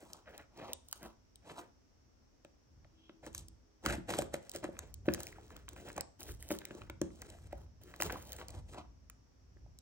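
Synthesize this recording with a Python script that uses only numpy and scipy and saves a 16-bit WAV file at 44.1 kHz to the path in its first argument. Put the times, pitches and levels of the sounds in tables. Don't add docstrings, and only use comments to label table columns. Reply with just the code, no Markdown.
import sys
import numpy as np
from scipy import signal
from scipy.fft import rfft, irfft, next_fast_len
from scipy.io import wavfile
from scipy.ndimage import uniform_filter1d, map_coordinates

SR = 44100
rng = np.random.default_rng(int(sys.argv[2]) if len(sys.argv) > 2 else 0)


def generate_wav(sig):
    pcm = np.round(np.clip(np.atleast_2d(sig).T, -1, 1) * 32767).astype(np.int16)
    wavfile.write(sys.argv[1], SR, pcm)


def decibels_to_gain(level_db):
    exponent = np.asarray(level_db, float) / 20
    return 10 ** exponent


N = 432621
AFTER = np.arange(int(.2 * SR)) / SR


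def colour(x, points):
    hz, db = np.transpose(points)
    f = np.linspace(1, SR / 2, 2049)
    log_gain = np.interp(np.log(f), np.log(hz), db) * np.log(10) / 20
    cepstrum = irfft(log_gain)
    cepstrum[1:2048] *= 2
    cepstrum[2049:] = 0
    response = irfft(np.exp(rfft(cepstrum)))
    return signal.fftconvolve(x, np.atleast_2d(response), axes=-1)[..., :x.shape[-1]]


def ring(x, hz, width_hz):
    return signal.lfilter(*signal.iirpeak(hz, hz / width_hz, fs=SR), x)


def unit(x):
    return x / np.sqrt(np.mean(x ** 2))


def curve(rows):
    s, *columns = np.transpose(rows)
    return [np.interp(np.arange(N) / SR, s, c) for c in columns]


def walk(rate):
    k = int(SR / rate)
    held = np.repeat(rng.standard_normal(N // k + 1), k)
    return 1.3 * uniform_filter1d(uniform_filter1d(held, k), k)[:N]


def slips(per_s, spread_db):
    chance, size, sign = rng.random((3, N))
    size_db = np.minimum(-spread_db * np.log(size + 1e-9), 12)
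    return unit((chance < per_s / SR) * decibels_to_gain(size_db) * np.sign(sign - .5))


def bursts(rise_s, t60, count):
    t = AFTER[:SR // 20]
    fade = np.exp(-np.log(1000) * t / t60)
    return rng.standard_normal((count, len(t))) * np.minimum(t / rise_s, 1) * fade


def place(times, peak_db, sounds):
    out = np.zeros(N + len(AFTER))
    for s, db, sound in zip(times, peak_db, sounds):
        top = np.abs(sound).argmax()
        i = int(s * SR) - top
        out[i:i + len(sound)] += decibels_to_gain(db) * sound / abs(sound[top])
    return out[:N]


# time in seconds, bracing in dB.
BRACING = [(0, -10), (1.7, -8), (3.8, -4.5), (7.9, 0), (8.8, -8.5)]
# start in seconds, length in seconds, board level in dB, tape and fibre level in dB.
STROKES = [(0.0, 0.19, -59.5, -68.5), (0.292, .12, -54.5, -72.5), (0.586, 0.12, -46, -69),
           (0.892, 0.084, -69, -67), (1.031, 0.032, -48, -62), (1.476, 0.044, -49.5, -62.5),
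           (1.584, 0.02, -45.5, -60), (3.245, 0.029, -53.5, -64), (3.345, 0.048, -62.5, -56.5),
           (3.853, 0.077, -38, -45.5), (4.093, 0.054, -40, -47.5), (4.184, 0.0062, -36.5, -43.5),
           (4.337, 0.0019, -44, -52.5), (4.42, 0.08, -65, -68.5), (4.542, 0.011, -44.5, -47.5),
           (4.635, 0.0068, -41, -57), (4.723, 0.15, -61.5, -73), (5.058, 0.097, -55, -61.5),
           (5.192, 0.095, -55.5, -55.5), (5.307, 0.31, -63.5, -69.5), (5.683, 0.055, -62, -70.5),
           (5.76, 0.12, -60, -63.5), (5.871, 0.048, -55, -60), (5.963, 0.037, -50.5, -82),
           (6.199, 0.11, -59.5, -56), (6.4, 0.11, -66, -60), (6.506, 0.013, -45, -47),
           (6.548, 0.15, -64.5, -70), (6.705, 0.13, -58, -66), (7.024, 0.052, -61, -69),
           (7.116, 0.36, -70.5, -71.5), (7.209, 0.13, -63, -65), (7.51, 0.12, -67, -74),
           (7.815, 0.24, -65, -66.5), (8.002, 0.063, -48.5, -49.5), (8.108, 0.023, -42, -52.5),
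           (8.173, 0.22, -58.5, -60), (8.391, 0.03, -48.5, -63), (8.487, 0.1, -57.5, -64.5),
           (8.69, 0.057, -62, -65), (8.771, 0.014, -45, -66.5)]


def strokes():
    braced_rise_db_per_s, fall_db_per_s = 3195.5, 372
    t = np.arange(0, N / SR + .01, .001)
    start, length, *levels = np.transpose(STROKES)[:, :, None]
    rise = braced_rise_db_per_s * decibels_to_gain(2 * np.interp(start, *np.transpose(BRACING)))
    onset_db = -rise * np.maximum(start - t, 0)
    decay_db = -fall_db_per_s * np.maximum(t - start - length, 0)
    shape_db = onset_db + decay_db
    power = [np.sum(decibels_to_gain(2 * (db + shape_db)), axis=0) + 1e-12 for db in levels]
    return curve(np.transpose([t, *(10 * np.log10(p) for p in power)]))


# centre in Hz, width in Hz, mean level in dB.
BOARD_MODES = [(260, 550, -4), (402, 115, 3), (545, 215, -9.5), (987, 730, -9.5), (1470, 770, -12.5),
               (2520, 2400, -24.5)]
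# frequency in Hz, gain in dB.
TAPE_SPECTRUM = [(1500, -35.5), (3000, 8), (5000, 5), (8000, 10.5), (12000, -0.5), (16000, 7)]


def scrape():
    board_db, tape_db = strokes()
    rub = slips(2000, 1.4) * decibels_to_gain(2.82 * walk(90))
    brace = decibels_to_gain(curve(BRACING)[0])
    flute_snaps = brace * decibels_to_gain(-7.5) * slips(90, 2.8)
    shake = rub + flute_snaps
    panels = []
    for k, (hz, width_hz, db) in enumerate(BOARD_MODES):
        gain = decibels_to_gain(db + 1.96 * walk(35))
        panels.append((-1) ** k * gain * ring(shake, hz, width_hz))
    all_panels = brace * sum(panels[:2]) + sum(panels[2:])
    board = signal.lfilter(*signal.butter(1, 3500, fs=SR), all_panels)
    fizz = decibels_to_gain(1.5) * rub + decibels_to_gain(0.5) * slips(130, 3) + decibels_to_gain(-6.0) * rng.standard_normal(N)
    tape = colour(fizz[None], TAPE_SPECTRUM)[0]
    return decibels_to_gain(board_db) * unit(board) + decibels_to_gain(tape_db) * unit(tape)


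def crack(s, peak_db):
    sound = bursts(0.00097, .012, count=len(s))
    for hz, width_hz in ((1000, 1400), (1200, 2000), (2000, 3400)):
        sound = ring(sound, hz, width_hz)
    return place(s, peak_db, sound)


def tick(s, peak_db):
    sound = colour(bursts(0.00033, 0.006, count=len(s)), TAPE_SPECTRUM)
    sound = signal.lfilter(*signal.butter(2, 3800, "high", fs=SR), sound)
    ahead_db = peak_db - 23.0 + 4 * rng.standard_normal((len(s), 2)).T
    return np.array([place(s, db, sound) for db in (peak_db, *ahead_db)])


# time in seconds, peak in dB.
CRACKS = [(0.929, -36.5), (2.449, -46.5), (2.847, -52), (3.095, -45.5), (3.267, -40.5), (3.349, -41),
          (3.862, -20.5), (3.927, -31.5), (4.189, -32), (4.221, -30.5), (4.344, -30.5), (4.643, -33),
          (4.754, -53), (4.791, -37.5), (5.087, -22.5), (5.147, -35), (5.179, -41), (5.564, -46.5),
          (5.683, -41.5), (5.764, -44.5), (5.882, -43), (5.911, -52), (5.979, -30.5), (6.293, -45),
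          (6.506, -28.5), (6.514, -31.5), (6.617, -41.5), (6.709, -39.5), (6.819, -39), (6.899, -35.5),
          (7.016, -33.5), (7.222, -41), (7.529, -45), (8.002, -39.5), (8.023, -21), (8.098, -31),
          (8.103, -28), (8.387, -39), (8.415, -37.5), (8.426, -47), (8.737, -46), (9.099, -46)]
# time in seconds, peak in dB.
TICKS = [(0.133, -25.5), (0.379, -32.5), (0.576, -46), (0.733, -21), (0.886, -35), (0.913, -38),
         (0.928, -19), (1.03, -37.5), (1.358, -37), (2.448, -43.5), (3.265, -35.5), (3.349, -23.5),
         (3.38, -25.5), (3.484, -36), (3.862, -17), (3.925, -26), (4.188, -17.5), (4.222, -26),
         (4.341, -24), (4.495, -27.5), (4.516, -31), (4.561, -25.5), (4.642, -32), (4.791, -21.5),
         (4.942, -29.5), (5.138, -19), (5.147, -25.5), (5.204, -25.5), (5.233, -27.5), (5.269, -22.5),
         (5.566, -35), (5.689, -27.5), (5.965, -33), (5.98, -27.5), (6.009, -21), (6.206, -32),
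         (6.231, -31), (6.426, -30.5), (6.489, -32), (6.514, -24.5), (6.528, -32), (6.588, -29.5),
         (6.653, -26.5), (6.899, -35), (7.016, -21), (7.219, -30), (7.302, -36), (7.528, -41), (8.013, -19),
         (8.022, -14.5), (8.321, -30), (8.331, -27.5), (8.387, -38.5), (8.484, -31.5), (8.505, -34),
         (9.099, -34.5), (9.788, -39)]


def cracks():
    small_crack_db, small_tick_db, scatter_db = 3.5, 16.5, 9
    when = rng.integers(SR // 10, N - SR // 10, size=420)
    scatter = scatter_db * rng.standard_normal((len(when), 2)).T
    lift_db = 2 * curve(BRACING)[0][when] + scatter
    board_db, tape_db = strokes()
    small_cracks = crack(when / SR, board_db[when] + small_crack_db + lift_db[0])
    small_ticks = tick(when / SR, tape_db[when] + small_tick_db + lift_db[1])
    board = small_cracks + crack(*np.transpose(CRACKS))
    tape = small_ticks + tick(*np.transpose(TICKS))
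    return board + tape[0], tape[1:]


# time in seconds, peak in dB, contact in milliseconds.
KNOCKS = [(0.03, -43.5, 1.17), (2.45, -45, 1.16), (2.853, -55.5, 0.81), (3.097, -44.5, 1.37),
          (3.27, -38.5, 1.36), (3.867, -25.5, 1.54), (3.984, -32, 2), (4.191, -20, 1), (4.226, -30, 1.2),
          (4.342, -24.5, 1.05), (4.553, -31, 1.12), (4.647, -31, 1.45), (4.691, -32, 1.3),
          (5.083, -15, 1.36), (5.982, -27, 0.7), (6.302, -43, 12), (6.507, -25.5, 1.16), (6.517, -24, 1.42),
          (6.711, -36, 1.45), (6.752, -40, 1.36), (6.9, -38.5, 1.33), (7.0171, -21, 1.45),
          (7.531, -30.5, 0.87), (8.005, -32, 1.08), (8.576, -39, 7.5), (9.567, -55.5, 1.35),
          (9.664, -53.5, .8)]
# frequency in Hz, 60 dB decay time in seconds, mean level in dB.
BOX_MODES = [(78, 0.073, 0), (139.5, 0.12, 6.5), (180.3, 0.31, 3.5), (236, 0.06, 4), (324, 0.036, 4),
             (391.7, 0.2, -1.5), (573, 0.026, 6.5), (738, 0.015, 1.5)]


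def knocks():
    s, peak_db, contact_ms = np.transpose(KNOCKS)
    cycle = AFTER / (2 * contact_ms[:, None] / 1000)
    push = np.sin(2 * np.pi * cycle) * np.exp(-((cycle - 1.25) / 0.54) ** 2)
    spot = decibels_to_gain(2 * rng.standard_normal((len(KNOCKS), len(BOX_MODES))))
    box = 0
    for k, (hz, t60, db) in enumerate(BOX_MODES):
        width_hz = np.log(1000) / np.pi / t60
        box = box + decibels_to_gain(db) * spot[:, [k]] * ring(push, hz, width_hz)
    return place(s, peak_db, box)


# time in seconds, peak in dB, pitch in Hz.
POPS = [(3.232, -49.5, 750), (5.27, -38.5, 2383), (5.328, -43.5, 1990), (5.386, -45, 800),
        (6.427, -45, 1970), (6.654, -39, 2200), (7.351, -51, 684), (8.16, -35, 1040), (8.555, -54, 920),
        (9.571, -59, 1750)]


def pops():
    cycles_to_60_db = 10.4
    s, peak_db, hz = np.transpose(POPS)
    cycle = AFTER * hz[:, None]
    envelope = np.minimum(cycle / 1.8, 1) * np.exp(-np.log(1000) * cycle / cycles_to_60_db)
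    return place(s, peak_db, np.sin(2 * np.pi * cycle) * envelope)


# time in seconds, level in dB.
RUMBLE = [(0.0, -69), (1.72, -68), (2.65, -74), (2.76, -57.5), (3.11, -74), (3.39, -52), (3.79, -75.5),
          (3.88, -43), (4.07, -56), (4.21, -47), (4.43, -66), (5.14, -49), (5.27, -60), (5.68, -57),
          (6.17, -65.5), (6.28, -50.5), (6.75, -65), (6.83, -51), (7.16, -58.5), (7.57, -52.5), (7.98, -64),
          (8.06, -46), (8.3, -59), (8.55, -49.5), (9.34, -67.5), (9.67, -56), (9.81, -62.5)]


def rumble():
    n = rng.standard_normal(N)
    deep = ring(ring(n, 56.3, 24.0), 84, 90)
    upper = ring(ring(n, 81.5, 26), 100.0, 150)
    return decibels_to_gain(curve(RUMBLE)[0]) * unit(deep + decibels_to_gain(-16) * upper)


# frequency in Hz, lag of the left port in radians.
PORT_LAG = [(300, 0.31), (1300, 1.05), (2600, 1.27), (4000, 4.4), (7000, 4.56), (9000, 3.75), (10300, 2.43),
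            (12400, 3.34), (16000, 1.4)]


def ports(x):
    hz, lag = np.transpose(PORT_LAG)
    size = next_fast_len(N)
    turn = np.exp(.5j * np.interp(np.fft.rfftfreq(size, 1 / SR), hz, lag))
    spectrum = rfft(x, size)
    left, right = [irfft(spectrum * p, size)[:N] for p in (1 / turn, turn)]
    roam = 0.28 * walk(6)
    at = np.arange(N)
    return np.array([map_coordinates(left, [at + roam], mode="mirror"),
                     map_coordinates(right, [at - roam], mode="mirror")])


def echo(x):
    t60 = 0.36
    t = np.arange(int(.4 * SR)) / SR
    fade = np.exp(-np.log(1000) * t / t60) * np.clip(t / 0.0015, 0, 1)
    tails = rng.standard_normal((2, len(t))) * fade
    damping = [(60, -0.5), (250, -0.5), (4000, -8.5), (9000, -14), (11000, -46.0)]  # Hz, dB
    dull = colour(x[None], damping)[0]
    return np.array([signal.fftconvolve(dull, h / np.sqrt(np.sum(h ** 2)))[:N] for h in tails])


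# start in seconds, end in seconds, level in dB.
HONKS = [(2.92, 3.55, -72.5), (3.62, 3.8, -73)]
# frequency in Hz, mean level in dB.
REEDS = [(323, 0), (414.5, -8)]


def horn():
    t = np.arange(N) / SR
    gate = sum(decibels_to_gain(db) * np.clip(np.minimum(t - a, b - t) / 0.022, 0, 1) for a, b, db in HONKS)
    reeds = 0
    for hz, db in REEDS:
        reeds = reeds + decibels_to_gain(db + 4 * walk(9)) * np.sin(2 * np.pi * hz * t + .5 * walk(9))
    return gate * reeds


def horn_overtone():
    t = np.arange(N) / SR
    n = rng.standard_normal(N)
    swell = np.exp(-((t - 3.05) / .08) ** 2)
    blur = ring(ring(n, 3100, 700), 3100, 900)
    return decibels_to_gain(-72) * swell * unit(ring(n, 3240, 40) + .6 * blur)


def insects():
    chirr = ring(ring(rng.standard_normal(N), 5610, 500), 5780, 770)
    return decibels_to_gain(-85.5 + 1.0 * walk(3.4)) * unit(chirr)


# frequency in Hz, gain in dB.
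ROOM_SPECTRUM = [(18, -39), (30, 11), (70, -9.5), (165, -13.5), (259, -3), (336, -9.5), (3980, -30),
                 (5590, -21), (9460, -44), (16000, -40.5)]


def room_tone():
    hush = colour(rng.standard_normal((3, N)), ROOM_SPECTRUM)
    above_bass = signal.sosfilt(signal.butter(2, 150, "high", fs=SR, output="sos"), hush[0])
    scale = decibels_to_gain(-73.5) / np.std(above_bass)
    return scale * (decibels_to_gain(-30) * ports(hush[0]) + decibels_to_gain(1.5) * hush[1:])


def scene():
    snaps, ahead = cracks()
    parcel = scrape() + knocks() + snaps + pops()
    direct = parcel + horn_overtone()
    bounce = decibels_to_gain(-7.5) * np.roll(ring(direct, 3880, 1100), SR // 600)
    chirring = np.array([insects(), insects()])
    far = chirring + horn() * np.array([[1.2], [.8]])
    sway = rumble() + decibels_to_gain(-11.5) * rumble() * np.array([[1], [-1]])
    return ports(direct) + ahead + bounce + decibels_to_gain(-4.0) * echo(direct) + sway + far + room_tone()


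def roll_off(x):
    return signal.sosfilt(signal.butter(12, 16970, fs=SR, output="sos"), x)


def record(dry):
    x = signal.sosfilt(signal.butter(4, 40, "high", fs=SR, output="sos"), dry)
    x = signal.sosfilt(signal.ellip(8, .5, 60, 16100, fs=SR, output="sos"), x)
    return roll_off(x)


dry = scene()
out = record(dry)
generate_wav(out)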